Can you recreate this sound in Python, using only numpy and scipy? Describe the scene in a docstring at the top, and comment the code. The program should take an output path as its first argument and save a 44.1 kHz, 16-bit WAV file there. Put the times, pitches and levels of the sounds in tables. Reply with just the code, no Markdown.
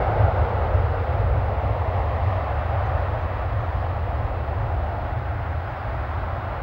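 """A grass field, far from a runway down which a small twin jet rolls away.
Turbulent mixing in the exhaust radiates a rumble from large eddies and a roar from smaller ones.
Interference with the reflection from the soft ground carves a dip that climbs as the jet recedes.
Moving air makes the roar swim, a faint fan tone sinks by the Doppler effect and small birds chip.
The camera adds a faint hiss and a thin whine."""
import sys
import numpy as np
from scipy import signal
from scipy.fft import rfft, irfft, next_fast_len
from scipy.io import wavfile
from scipy.ndimage import uniform_filter1d, map_coordinates

SR = 44100
rng = np.random.default_rng(int(sys.argv[2]) if len(sys.argv) > 2 else 0)


def store_wav(level_fs):
    """Save 16-bit WAV to argv[1]."""
    pcm = np.round(np.clip(np.atleast_2d(level_fs), -1, 1) * 32767)
    wavfile.write(sys.argv[1], SR, pcm.T.astype(np.int16))


N = 292318

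# Spectra of four exhaust bands, low to high, and of the camera's own noise.
# Each row: frequency in Hz, relative spectral density in dB.
RUMBLE_SPECTRUM = [(10, -30), (22, -24), (40, -10), (55, -2), (84, 2.5), (113, -3), (133, -11.5),
                   (152, -22), (220, -65), (500, -120)]
ROAR_SPECTRUM = [(90, -24.5), (170, -7), (240, -7.5), (330, -3.5), (480, -1.05), (680, -1), (850, -2.5),
                 (1050, -12), (1500, -34.5), (5000, -110)]
RUSH_SPECTRUM = [(500, -27.5), (850, -4), (1050, 2), (1250, -1.5), (1500, -4.5), (1700, -6.5), (1950, -9.5),
                 (2200, -17.5), (2800, -36.5), (6000, -100)]
HISS_SPECTRUM = [(1200, -35), (1850, -5.5), (2200, -0.5), (3000, -7), (4000, -14.5), (5200, -22),
                 (6200, -31), (7500, -38), (15000, -64)]
SELF_NOISE_SPECTRUM = [(100, 0), (6000, 3.5), (8000, 0.5), (11000, -2.5), (14000, -5.5), (15500, -12)]
# Throbs and lulls of the rumble. 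Each row: midpoint in seconds, length in seconds, lift in dB.
RUMBLE_THROBS = [(0.24, 0.095, 6), (0.414, 0.068, 5.5), (0.763, 0.35, 3), (1.08, .16, -2.8),
                 (1.293, 0.31, 4.5), (2.274, 0.27, 2), (2.55, 0.37, -1.5), (2.894, .35, 2.5),
                 (3.69, 0.14, -3), (4.17, 0.21, 3.5), (4.61, 0.2, 2.2), (5.79, 0.15, -6.5)]
# Envelopes of the roar and the rush. Each row: time in seconds, level in dB.
ROAR_ENVELOPE = [(0, -24), (.42, -26), (.85, -29.5), (1.9, -29.5), (2.62, -29.5), (3.1, -31), (3.7, -34),
                 (4.1, -33), (4.97, -32), (5.35, -35), (6.63, -33.5)]
RUSH_ENVELOPE = [(0, -32.5), (.8, -36), (1.35, -37), (2.1, -35), (2.8, -35), (4.1, -38), (5.4, -38.5),
                 (6.1, -36), (6.63, -37)]
# Drift of the comb made by a nearby reflection. Each row: time in seconds, first notch in Hz.
COMB_DRIFT = [(0, 358), (1, 337), (1.6, 352), (2.3, 321), (3.6, 320), (5.2, 346), (6.63, 348)]
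# Moments when the exhaust turns hollow as one band swells or thins.
# Each row: midpoint in seconds, spread in seconds, band centre in Hz, lift in dB.
HOLLOW_MOMENTS = [(.95, .22, 488, 2.5), (.95, .22, 1380, 2), (2.0, .3, 1454, -7.5), (2.45, 0.44, 700, 4.5),
                  (4.9, .25, 747, 2), (5.45, .3, 1083, -4.5)]
# Bird calls. Each row: start in seconds, first and last pitch in Hz, length in seconds, peak in dB.
BIRD_CHIPS = [(0.707, 5850, 5700, 0.08, -68.5), (1.35, 6200, 6150, 0.059, -75),
              (1.59, 6100, 5750, 0.05, -73), (2.845, 6200, 5650, .045, -67), (3.19, 5900, 5850, .06, -69),
              (3.59, 6250, 6050, .04, -71), (5.65, 4960, 4950, .06, -66), (5.75, 5250, 5500, 0.044, -66),
              (5.78, 4800, 4700, 0.049, -62.5)]
# Narrow dips in the camera's response. Each row: centre in Hz, width in Hz, depth from 0 to 1.
CAMERA_NOTCHES = [(5700, 280, .74), (6910, 130, .72)]


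def amp(db):
    """Amplitude ratio of a level in decibels."""
    return 10 ** (np.asarray(db) / 20)


def unit(x):
    """The signal normalised to rms 1."""
    return x / np.sqrt(np.mean(x ** 2) + 1e-20)


def curve(rows, t):
    """Linear interpolation of (time, value) rows at times t."""
    return np.interp(t, *np.transpose(rows))


def wobble(knots_per_s):
    """Smooth random modulation: a spline through Gaussian values."""
    knots = rng.standard_normal(int(N * knots_per_s / SR) + 4)
    return map_coordinates(knots, [np.arange(N) * knots_per_s / SR])


def filtered(x, response):
    """Linear filtering: the spectrum of x times a frequency response."""
    size = next_fast_len(N + SR // 2)
    return irfft(rfft(x, size) * response(np.fft.rfftfreq(size, 1 / SR)), size)[:N]


def noise(spectrum):
    """Coloured noise of rms 1, its spectrum interpolated on a logarithmic frequency axis."""
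    knot_hz, knot_db = np.transpose(spectrum)
    response = lambda hz: amp(np.interp(np.log(hz + 1), np.log(knot_hz + 1), knot_db))
    return unit(filtered(rng.standard_normal(N), response))


def plume_rumble(t, evenness=0.5):
    """Turbulent mixing: large eddies far down the plume radiate a deep, throbbing rumble."""
    level_db = -24 + 0.03 * t - 0.0948 * t ** 2  # fades ever faster as the jet gathers speed
    throbs_db = sum(db * np.cos(np.pi * np.clip((t - middle) / length, -.5, .5))
                    for middle, length, db in RUMBLE_THROBS)
    eddies = noise(RUMBLE_SPECTRUM)
    power = uniform_filter1d(eddies ** 2, size=SR // 14)
    power = np.abs(uniform_filter1d(power, size=SR // 25)) + 1e-9
    evened = unit(eddies / np.sqrt(power) ** evenness)
    flutter_db = 1.13 * wobble(12)
    return amp(level_db + throbs_db + flutter_db) * evened


def over_field(x, patchy_db):
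    """Outdoor propagation: interference and refraction colour x; the result has rms 1."""
    hz, t, spectra = signal.stft(x, SR, nperseg=2048)
    hz = hz[:, None]
    bell = lambda centre, octaves: np.exp(-.5 * (np.log2((hz + 1) / centre) / octaves) ** 2)
    # Ground effect: grazing sound cancels against its reflection from the porous soil.
    # The dip climbs as the path grows longer and flatter.
    near_hz, far_hz, climb_s = 260, 488, 3.47
    dip_hz = far_hz + (near_hz - far_hz) * np.exp(-t / climb_s)
    dip_db = (3.5 + 0.39 * t) * bell(dip_hz, octaves=0.23)
    # A reflection near the listener combs the sound, most strongly while the jet is near.
    grass_lowpass = 1 / (1 + (hz / 2500) ** 4)  # rough grass scatters the treble
    reflection = (0.15 + .24 * np.exp(-t / 0.63)) * grass_lowpass
    comb = np.abs(1 + reflection * np.exp(-1j * np.pi * hz / curve(COMB_DRIFT, t)))
    # Moving air focuses and thins patches of the spectrum.
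    air = uniform_filter1d(rng.standard_normal(spectra.shape), size=10, axis=0)
    air = unit(uniform_filter1d(air, size=22, axis=1))
    hollow_db = sum(db * np.exp(-.5 * ((t - middle) / spread) ** 2) * bell(centre, octaves=0.18)
                    for middle, spread, centre, db in HOLLOW_MOMENTS)
    colour = comb * amp(patchy_db * air + hollow_db - dip_db)
    # The colour moves while the total power stays.
    power = np.mean(np.abs(spectra) ** 2, axis=1, keepdims=True)
    colour /= np.sqrt(np.sum(power * colour ** 2, axis=0))
    return unit(signal.istft(spectra * colour, SR, nperseg=2048)[1][:N])


def exhaust_roar(t):
    """Eddy size sets frequency: smaller eddies nearer the nozzles radiate roar, rush and hiss."""
    roar_db = curve(ROAR_ENVELOPE, t)
    rush_db = curve(RUSH_ENVELOPE, t)
    hiss_db = -48.5 + .7 * (rush_db - rush_db.mean()) - 0.21 * t  # follows the rush, fades with distance
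    roar = amp(roar_db) * over_field(noise(ROAR_SPECTRUM), patchy_db=0.3)
    rush = amp(rush_db) * over_field(noise(RUSH_SPECTRUM), patchy_db=0.5)
    hiss = amp(hiss_db) * over_field(noise(HISS_SPECTRUM), patchy_db=-0.25)
    flutter_db = 0.34 * wobble(14)  # turbulence on the way moves all three together
    return (roar + rush + hiss) * amp(flutter_db)


def fan_tone(t, start_hz=2717, sag_hz_per_s=22, beamed_at_s=1.9, loss_db_per_s=3):
    """Doppler effect: the blade tone sinks as the jet speeds away; moving air makes it waver."""
    hz = (start_hz - sag_hz_per_s * t) * (1 + .004 * wobble(120))
    tone = unit(np.sin(2 * np.pi * np.cumsum(hz) / SR))
    level_db = -62 - loss_db_per_s * np.abs(t - beamed_at_s)  # peaks when beamed at the listener
    return amp(level_db + 3.2 * wobble(4.1)) * tone


def birds(blur=0.01):
    """Frequency modulation: each chip is one short, thin glide, blurred by distance."""
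    out = np.zeros(N + SR)
    for start, first_hz, last_hz, length, db in BIRD_CHIPS:
        progress = np.linspace(0, 1, int(length * SR))
        glide_hz = first_hz + (last_hz - first_hz) * progress ** 2
        hz = glide_hz * (1 + blur * wobble(400)[:len(progress)])
        chip = np.sin(np.pi * progress) * np.sin(2 * np.pi * np.cumsum(hz) / SR)
        out[round(start * SR):][:len(chip)] += amp(db) * chip
    return out[:N]


def scene():
    """Superposition: the pressures of jet and birds add in one channel."""
    t = np.arange(N) / SR
    return (plume_rumble(t) + exhaust_roar(t) + fan_tone(t) + birds())[None]


def record(dry, whine_hz=15650, band_limit_hz=15750):
    """Self-noise and band limiting: the camera adds hiss and whine, notches the treble, cuts the top."""
    t = np.arange(N) / SR
    hiss = amp(-74.5) * noise(SELF_NOISE_SPECTRUM)
    whine = amp(-76) * unit(np.sin(2 * np.pi * whine_hz * t))
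    soft_ends = np.clip(np.minimum(t, t[-1] - t) / .002, 0, 1)
    notches = lambda hz: np.prod([1 - depth / (1 + (2 * (hz - centre) / width) ** 2)
                                  for centre, width, depth in CAMERA_NOTCHES], axis=0)
    mix = (dry[0] + hiss + whine) * soft_ends
    return filtered(mix, lambda hz: notches(hz) * (hz < band_limit_hz))[None]


dry = scene()
out = record(dry)
store_wav(out)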